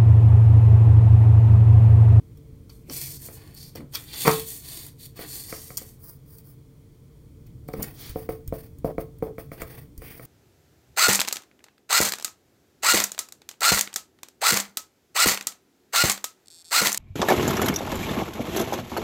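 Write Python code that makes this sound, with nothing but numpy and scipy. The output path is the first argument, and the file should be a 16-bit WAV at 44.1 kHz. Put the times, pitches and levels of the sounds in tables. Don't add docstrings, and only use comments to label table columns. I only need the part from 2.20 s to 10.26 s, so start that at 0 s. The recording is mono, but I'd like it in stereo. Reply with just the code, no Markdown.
import sys
import numpy as np
from scipy import signal
from scipy.fft import rfft, irfft
from scipy.io import wavfile
from scipy.ndimage import map_coordinates

SR = 44100
rng = np.random.default_rng(int(sys.argv[2]) if len(sys.argv) > 2 else 0)


def generate_wav(sig):
    pcm = np.round(np.clip(np.atleast_2d(sig).T, -1, 1) * 32767).astype(np.int16)
    wavfile.write(sys.argv[1], SR, pcm)


N = 355446
TIME = np.arange(N) / SR

# start t/s, length/s, fastest at share of length, hiss level/dB,
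# flutter of the sheet level/dB, sheet resonance f/Hz, drag on the desk level/dB
PAGE_PUSHES = [(0.483, 0.13, .4, -57.5, -75, 4650, -81), (0.697, 0.27, 0.24, -31.5, -44.5, 4950, -52.5),
               (0.993, 0.1, 0.55, -38, -71, 5200, -55), (1.117, .05, 0.42, -40.5, -76, 5000, -58),
               (1.146, 0.21, 0.21, -55, -62.5, 4300, -54.5), (1.351, 0.15, 0.22, -45, -47.5, 4800, -62.5),
               (1.552, 0.038, 0.42, -45.5, -53, 4300, -44.5), (1.718, 0.17, 0.084, -41, -53, 3570, -54.5),
               (1.869, 0.14, 0.7, -41, -38.5, 3600, -54), (1.951, 0.27, .42, -26.5, -34.5, 3400, -48),
               (2.245, 0.16, 0.2, -33.5, -54.5, 3400, -57.5), (2.414, .27, 0.41, -37, -47, 4000, -53),
               (2.781, 0.1, 0.45, -42.5, -51, 3900, -67), (2.956, 0.12, 0.63, -43.5, -49, 4040, -44.5),
               (3.056, .23, 0.41, -34, -47.5, 4400, -53.5), (3.276, 0.12, 0.27, -36.5, -46.5, 5300, -47),
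               (3.36, 0.21, 0.19, -41, -59, 5400, -58.5), (3.576, 0.079, 0.29, -42, -59, 5000, -55),
               (3.651, 0.093, 0.14, -48, -73, 5400, -65)]
# start t/s, length/s,
# fastest at share of length, hiss level/dB, drag on the desk level/dB
FINGER_RUBS = [(3.799, .15, .55, -39.5, -77), (4.058, 0.17, .45, -46, -87), (4.239, .1, 0.48, -48.5, -82),
               (5.549, 0.17, .5, -38.5, -44.5), (5.739, 0.18, 0.94, -38.5, -63),
               (5.948, 0.11, 0.34, -39.5, -49), (6.314, 0.16, 0.24, -46, -55.5),
               (7.369, 0.078, 0.77, -40, -40.5), (7.443, 0.18, 0.71, -43, -48.5),
               (7.806, 0.24, 0.28, -40.5, -55)]
# t/s, level/dB, half length/s, resonance f/Hz, width/Hz
SWELLS = [(0.709, -37.5, 0.013, 262, 296), (0.806, -47.5, 0.064, 2410, 810), (1.615, -40, 0.033, 216, 262),
          (5.605, -34, 0.037, 186, 132), (5.604, -36, 0.0093, 531, 696), (5.853, -43.5, 0.056, 3750, 4800),
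          (6.679, -34, 0.011, 630, 280), (6.706, -30, 0.0099, 487, 240), (7.075, -32, 0.0078, 497, 257),
          (7.1, -38.5, 0.019, 437, 146), (7.901, -48, 0.046, 2220, 1300)]
# t/s, tick peak level/dB, papery body relative to the tick/dB,
# run-up of smaller ticks/s
EDGE_SNAPS = [(0.1732, -44.5, -4, 0), (0.4991, -40.5, 1.5, 0.0073), (0.6974, -31.5, 4.5, 0.00068),
              (1.062, -21, -23, 0.0077), (1.3483, -33, -14, 0.0052), (1.5564, -27.5, -3, 0.0048),
              (1.754, -14.5, 0, 0.02), (1.9445, -32, 2.5, 0.0044), (2.0782, -7.5, -4, 0.021),
              (2.114, -13.5, -1.5, 0), (2.665, -23.5, -13, 0.0036), (2.9716, -32.5, -4, 0.015),
              (3.5755, -10, -20.5, 0.0045), (3.5813, -19, -15.5, 0.0013), (4.184, -32.5, -31, 0),
              (5.269, -45, -3, 0.0071), (5.485, -33, -6.5, 0.0048), (5.5363, -33, -2.5, 0.0046),
              (5.6282, -12.5, -17.5, 0.0058), (8.0514, -29.5, -10.5, 0)]
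# t/s, thud level/dB, knock level/dB, skin scuff level/dB
FINGER_PATS = [(0.697, -46, -38, -67), (1.085, -42, -40, -45.5), (1.553, -36.5, -52, -67),
               (1.604, -43, -41, -75), (2.99, -35.5, -36, -38.5), (3.325, -31.5, -26, -54),
               (3.503, -40, -35, -61), (3.615, -41.5, -47.5, -60), (5.486, -30, -38, -54),
               (5.536, -29, -31, -59), (5.957, -24, -41, -61), (6.089, -23, -30, -39),
               (6.323, -22.5, -41, -46), (6.644, -17.5, -41, -42.5), (6.78, -20.5, -29, -45),
               (7.023, -21, -36, -47.5), (7.181, -31.5, -32.5, -43), (7.316, -34.5, -33, -46),
               (7.418, -31.5, -26, -47), (7.818, -41.5, -40, -44), (7.995, -40.5, -36, -46)]
# t/s, tick peak level/dB, sway level/dB
FINGER_LIFTS = [(5.583, -47, -31.5), (5.894, -25.5, -33), (6.277, -25, -28.5), (6.5856, -38, -44),
                (6.986, -40, -44), (7.418, -23, -40), (7.7779, -31.5, -35)]
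# t/s, peak level/dB
PAGE_FLOPS = [(2.057, -20), (2.072, -11.5), (2.0784, 0.5), (2.088, -13.5)]

# f/Hz, relative level/dB
PAPER_HISS = [(1500, -34), (3000, -13), (5000, -3.5), (6500, -3), (7800, 2), (9200, 0.5), (10500, 1.5),
              (12200, 1.5), (14000, 4.5), (16000, -6)]
PAGE_DRAG = [(100, -14.5), (300, 0), (700, -3), (1100, -4.5), (1700, -6.5), (2300, -9), (3000, -5.5),
             (5000, -41), (9000, -53)]
SKIN_HISS = [(1500, -5), (3000, -42), (5000, -3.5), (7000, -14.5), (9000, -3.5), (10500, -0.5), (13000, 2),
             (16000, 5)]
FINGER_DRAG = [(100, -10), (300, -0.5), (650, -0.5), (1000, -10), (1600, -11), (2200, -8.5), (2600, -9),
               (3300, -11.5), (5000, -26), (9000, -48)]
CRUMPLE_COLOUR = [(70, -12), (170, -0.5), (280, -2), (440, 3), (600, -3.5), (800, -8), (1250, 3.5),
                  (1600, -14.5), (2300, -3.5), (3000, -14.5), (6000, -20.5), (12000, -45.5)]
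# f/Hz, relative level/dB
TICK_COLOUR = [(1000, -32.5), (4000, -8.5), (6000, -5.5), (9000, -4.5), (12500, -1.5), (16000, 0)]
SNAP_BODY_COLOUR = [(300, -21.5), (900, -4), (2000, -7.5), (3000, 0.5), (4500, 0), (6000, 1), (9000, -14),
                    (16000, -43.5)]
THUD_COLOUR = [(40, -11), (170, 2), (300, -5.5), (500, 4), (780, -6.5), (1000, -4), (1600, -16),
               (2400, -41), (4000, -29)]
KNOCK_COLOUR = [(200, -23), (700, -11), (1250, 7.5), (1700, -1.5), (2250, 3), (3000, -19), (5000, -21),
                (10000, -31)]
FLOP_COLOUR = [(50, -31.5), (140, -3.5), (400, -6.5), (600, -6), (800, 3), (1200, 0), (1500, -5),
               (2300, -11.5), (4000, -39), (9000, -34)]

# f/Hz before each pat shifts it, relative level/dB, time to fall 60 dB/s
FINGERTIP_MODES = [(297, 1, 0.031), (538, -4, 0.023), (704.7, -0.5, 0.053)]
# f/Hz, relative level/dB, time to fall 60 dB/s (before the cap in ringing)
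DESK_MODES = [(161, 8, 0.16), (288, -12, 0.37), (443, 17.5, .3), (500, -3.5, .1), (732, -5, .2),
              (865, -7.5, .2), (1083, -1.5, .25), (1280, -8, 0.23), (1275, -2, .25), (1630, -1, .25),
              (1873, -3, .22), (2300, -5.5, .25)]
# f/Hz, time to fall 60 dB/s
ROOM_DECAY = [(100, 0.45), (500, 0.29), (1500, 0.21), (5000, 0.14), (15000, 0.07)]

# f/Hz, relative level/dB
RUMBLE_COLOUR = [(12, -44.5), (20, -9), (138, 0), (204, -13.5), (293, -10.5), (410, -25), (446, -9),
                 (485, -26), (527, -23.5), (738, -33.5), (923, -32.5), (1710, -41.5), (2140, -39),
                 (5680, -42.5), (16000, -43)]
# t/s, level/dB
LOW_SWELL = [(0.0, 1), (1.15, 1), (1.799, -2.5), (3.2, -2), (4.9, -4), (5.25, 2), (6.4, 1), (8.06, -1)]
# f/Hz, level/dB
HUM_TONES = [(134.6, -58), (290.7, -69), (360.7, -74), (446.8, -71.5)]

# f/Hz, unshared part level/dB
PORT_WIDTH = [(50, -21), (200, -6), (450, -5.5), (900, 5.5), (2000, -3.5), (2800, -8.5), (3900, -3),
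              (5000, -1.5), (8200, -2.5), (9600, -11.5), (15000, -24)]
# f/Hz, level difference/dB
PORT_BALANCE = [(50, -2), (200, -3), (400, -3), (700, -1.5), (1200, 0), (5000, 0.5), (8800, 2.5),
                (10500, 0.5)]
# f/Hz, phase/radians
PORT_LAG = [(0, 0), (500, 0), (1400, 3.1), (2800, 9.4), (3800, 15.7), (7600, 34.6), (9200, 37.7),
            (15100, 50.3), (17000, 52)]

GRIP_S, ARCH_DB, LET_GO_S = 0.012, 8.5, 0.026
CREEP_DB, CREEP_S = -19.5, 0.015
CRUSH_START_S, CRUSH_DB, CRUSH_RISE_S, CRUSH_HOLD_S = 2.048, -21, 0.0054, 0.064
CRUSH_SAG_DB_PER_S, CRUSH_RELEASE_S = 93, 0.04
RUN_UP_GAP_S, RUN_UP_STEP_DB = 0.0043, 4
LIFT_BODY_DB = -15.5
PAT_SWAY_DB, SWAY_DELAY_S = -13.5, 0.0037
RUMBLE_DB = -46.5
EDGE_HZ = 15900


def sliding_page():
    hiss_db, sheet_db, sheet_hz, drag_db = np.transpose(PAGE_PUSHES)[3:]
    pushes = np.array([gesture(*row[:3]) for row in PAGE_PUSHES])
    slips = friction(grains_per_s=900, spread_db=3.2, grain_db=-6.5, uneven_db=1.0)
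    weight = pushes + 1e-12
    hz = sheet_hz @ weight / weight.sum(0)
    sheet = resonate(slips, hz, width=2300)
    sheet = evened(resonate(sheet, hz, width=2300))
    hiss = together(pushes, hiss_db) * tinted(slips, PAPER_HISS)
    flutter = together(pushes, sheet_db) * sheet
    drag = together(pushes, drag_db) * tinted(slips, PAGE_DRAG)
    return hiss + flutter + drag


def crumple():
    cracks = rng.standard_normal((2, N)) * amp(0.81 * wander(200))
    t = np.maximum(TIME - CRUSH_START_S, 0)
    rise = np.minimum(t / CRUSH_RISE_S, 1)
    hold = amp(CRUSH_DB - CRUSH_SAG_DB_PER_S * t)
    release = np.exp(-np.maximum(t - CRUSH_HOLD_S, 0) / CRUSH_RELEASE_S)
    return rise * hold * release * tinted(cracks, CRUMPLE_COLOUR)


def smoothing_fingers():
    hiss_db, drag_db = np.transpose(FINGER_RUBS)[3:]
    rubs = np.array([gesture(*row[:3]) for row in FINGER_RUBS])
    slips = friction(grains_per_s=330, spread_db=-4, grain_db=-18.0, uneven_db=2.5)
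    t, scuffs = np.arange(SR // 4) / SR, np.zeros(N)
    scuff = (1 - np.exp(-t / 0.0012)) / np.sqrt(1 + (t / 0.043) ** 6)
    for start, _, _, scuff_db in FINGER_PATS:
        add(scuffs, start, amp(scuff_db) * scuff)
    hiss = np.hypot(together(rubs, hiss_db), scuffs)
    drag = np.hypot(together(rubs, drag_db), amp(-8.0) * scuffs)
    return hiss * tinted(slips, SKIN_HISS) + drag * tinted(slips, FINGER_DRAG)


def noise_swells(fall):
    out, t = np.zeros((2, N)), np.arange(-SR // 4, SR // 4) / SR
    for s, db, half_s, hz, width in SWELLS:
        glide = hz * (1 - fall * np.tanh(t / half_s))
        noise = []
        for port in rng.standard_normal((2, len(t))):
            once = resonate(port, glide, width)
            noise.append(resonate(once, glide, width))
        swell = np.exp(-0.5 * (t / half_s) ** 2)
        add(out, s + t[0], amp(db) * evened(np.array(noise)) * swell)
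    return out


def snaps(count=6):
    out = np.zeros(N)
    for s, db, body_db, run_up_s in EDGE_SNAPS:
        for k in range(count):
            early = k * RUN_UP_GAP_S
            if early <= run_up_s:
                add(out, s - early, amp(db - k * RUN_UP_STEP_DB) * snap(body_db))
    for s, db, _ in FINGER_LIFTS:
        add(out, s, amp(db) * snap(LIFT_BODY_DB))
    return out


def snap(body_db):
    t = np.arange(SR // 40) / SR
    release = 0.52 * rng.standard_normal(len(t)) * np.exp(-t / 0.0022)
    release[0] = 1
    tick = signal.fftconvolve(release, pulse(TICK_COLOUR))
    body = signal.fftconvolve(release, pulse(SNAP_BODY_COLOUR))
    return tick / abs(tick).max() + amp(body_db) * body / abs(body).max()


def blows():
    out = np.zeros(N)
    thud, knock, flop = pulse(THUD_COLOUR), pulse(KNOCK_COLOUR), pulse(FLOP_COLOUR)
    spots = rng.uniform(0.915, 1.083, (len(FINGER_PATS), len(FINGERTIP_MODES)))
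    for (s, thud_db, knock_db, _), spot in zip(FINGER_PATS, spots):
        modes = [(hz * k, gain, t60) for (hz, gain, t60), k in zip(FINGERTIP_MODES, spot)]
        give = signal.fftconvolve(thud, ringing(modes))
        add(out, s + 0.001966, amp(thud_db) * give / abs(give).max())
        add(out, s + 0.000977, amp(knock_db) * knock)
    for s, db in PAGE_FLOPS:
        add(out, s, amp(db) * flop)
    return out


def desk(x, ring_db):
    ring = amp(ring_db) * ringing(DESK_MODES)
    ring[0] += 1
    return signal.fftconvolve(x, ring)[:N]


def thumps(sway_hz, decay_s):
    out, t = np.zeros(N), np.arange(SR // 4) / SR
    landings = [(s, thud_db + PAT_SWAY_DB) for s, thud_db, _, _ in FINGER_PATS]
    lifts = [(s, sway_db) for s, _, sway_db in FINGER_LIFTS]
    envelope = (1 - np.exp(-t / 0.0022)) * np.exp(-t / decay_s)
    for s, db in landings + lifts:
        hz = sway_hz * rng.uniform(0.676, 1.09)
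        sway = np.sin(2 * np.pi * hz * t) + 0.78 * np.sin(2 * np.pi * 1.7 * hz * t)
        add(out, s + SWAY_DELAY_S, amp(db) * sway * envelope)
    return out


def room(x, near_db, wet_db, echo_db):
    t = np.arange(SR // 2) / SR
    hz, age, z = signal.stft(rng.standard_normal((2, len(t))), SR, nperseg=256)
    fade = amp(-60 * age / read(ROOM_DECAY, hz)[:, None])
    tail = signal.istft(z * fade, SR, nperseg=256)[1][:, :len(t)]
    tail *= 1 - np.exp(-t / 0.0013)
    near = rng.standard_normal((2, len(t))) * np.exp(-t / 0.00095)
    response = amp(wet_db) * tail / np.linalg.norm(tail[0])
    response += amp(near_db) * near / np.linalg.norm(near[0])
    response[:, 0] += 1
    add(response, 0.015, amp(echo_db) * np.ones(1))
    return signal.fftconvolve(x[None], response, axes=1)[:, :N]


def background():
    s, db = np.transpose(LOW_SWELL)
    air = amp(RUMBLE_DB) * tinted(rng.standard_normal((2, N)), RUMBLE_COLOUR)
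    low = signal.sosfiltfilt(signal.butter(2, 450, fs=SR, output="sos"), air)
    swell = amp(np.interp(TIME, s, db))
    hum = np.zeros(N)
    for hz, tone_db in HUM_TONES:
        level = amp(tone_db) * (1 + 0.57 * wander(6.2))
        hum += level * np.sin(2 * np.pi * hz * TIME + 2.0 * wander(5.7))
    return air + (swell - 1) * low + hum


def gesture(start, length, fastest):
    t = np.maximum(TIME - start, 0)
    fastest = np.clip(fastest, 0.05, 0.95)
    speed = np.sin(np.pi * np.interp(t / length, [0, fastest, 1], [0, 0.5, 1]))
    creep = amp(CREEP_DB) * np.exp(-np.minimum(abs(TIME - start) / CREEP_S, 20))
    grip = 1 - np.exp(-t / GRIP_S)
    let_go = np.exp(-np.clip((t - length) / LET_GO_S, 0, 20))
    return creep + grip * amp(ARCH_DB * (speed - 1)) * let_go


def together(gains, levels_db):
    return np.sqrt(amp(levels_db) ** 2 @ gains ** 2)


def friction(grains_per_s, spread_db, grain_db, uneven_db):
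    sizes = amp(spread_db * np.minimum(rng.exponential(1, N), 4)) * rng.standard_normal(N)
    grains = evened(sizes * (rng.random(N) < grains_per_s / SR))
    rubbing = rng.standard_normal((2, N)) + amp(grain_db) * grains
    return glanced(rubbing) * amp(uneven_db * wander(47))


def glanced(x):
    at, out = np.arange(N), x.copy()
    for path_s, share in [(0.00045, 0.3), (0.0011, 0.35), (0.0027, 0.35), (0.0061, 0.3)]:
        late = path_s * SR * (1 + 0.035 * wander(1.5))
        out += share * np.array([map_coordinates(port, [at - late], order=1) for port in x])
    return evened(out)


def resonate(x, hz, width):
    turn = np.exp(2j * np.pi * np.cumsum(hz) / SR)
    r = np.exp(-np.pi * width / SR)
    return 2 * (turn * signal.lfilter([1 - r], [1, -r], x / turn)).real


def ringing(modes):
    t, out = np.arange(SR // 2) / SR, 0
    for hz, db, t60 in modes:
        fade = amp(db - 60 * t / min(t60, 0.24))
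        out = out + fade * np.cos(2 * np.pi * hz * t)
    return out


def pulse(spectrum, size=2048):
    log_gain = np.log(amp(read(spectrum, abs(np.fft.fftfreq(size, 1 / SR)))))
    click = np.fft.ifft(np.exp(np.conj(signal.hilbert(log_gain)))).real[:size // 2]
    return click / abs(click).max()


def wander(hz):
    return tinted(rng.standard_normal(N), [(hz / 2, 0), (hz, -6), (hz * 2, -40), (hz * 10, -120)])


def tinted(x, spectrum):
    gain = amp(read(spectrum, np.fft.rfftfreq(N, 1 / SR)))
    return evened(irfft(rfft(x) * gain, N))


def read(points, hz):
    f, value = np.transpose(points)
    return np.interp(np.log(hz + 1), np.log(f + 1), value)


def amp(db):
    return 10 ** (np.asarray(db) / 20)


def evened(x):
    return x / np.sqrt(np.mean(x ** 2) + 1e-20)


def add(mix, s, sound):
    part = mix[..., max(round(s * SR), 0):][..., :sound.shape[-1]]
    part += sound[..., :part.shape[-1]]


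def scene():
    rubbing = sliding_page() + crumple() + smoothing_fingers()
    swells = noise_swells(fall=0.063)
    ticks = room(snaps(), near_db=2.0, wet_db=-2, echo_db=-18)
    struck = desk(blows(), ring_db=-55)
    knocks = room(struck, near_db=-7, wet_db=-6, echo_db=-11)
    right_of_centre = amp([[-2], [2]])
    sway = thumps(sway_hz=55.3, decay_s=0.021)
    return rubbing + swells + ticks + right_of_centre * knocks + sway + background()


def record(dry):
    hz = np.fft.rfftfreq(N, 1 / SR)
    first, second = rfft(dry)
    width = amp(read(PORT_WIDTH, hz))
    shared = (first + second) / np.sqrt(2)
    apart = width * (first - second) / np.sqrt(2)
    lean = amp(read(PORT_BALANCE, hz) / 2)
    lag = np.exp(-1j * np.interp(hz, *np.transpose(PORT_LAG)))
    left = (shared + apart) * lean
    right = (shared - apart) * lag / lean
    ports = irfft(np.array([left, right]) / np.sqrt(1 + width ** 2), N)
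    clipped = np.clip(ports, -0.9, 0.9)
    band_limit = signal.firwin(301, EDGE_HZ, window=("kaiser", 7), fs=SR)
    return signal.oaconvolve(clipped, band_limit[None], "same")


dry = scene()
out = record(dry)
generate_wav(out)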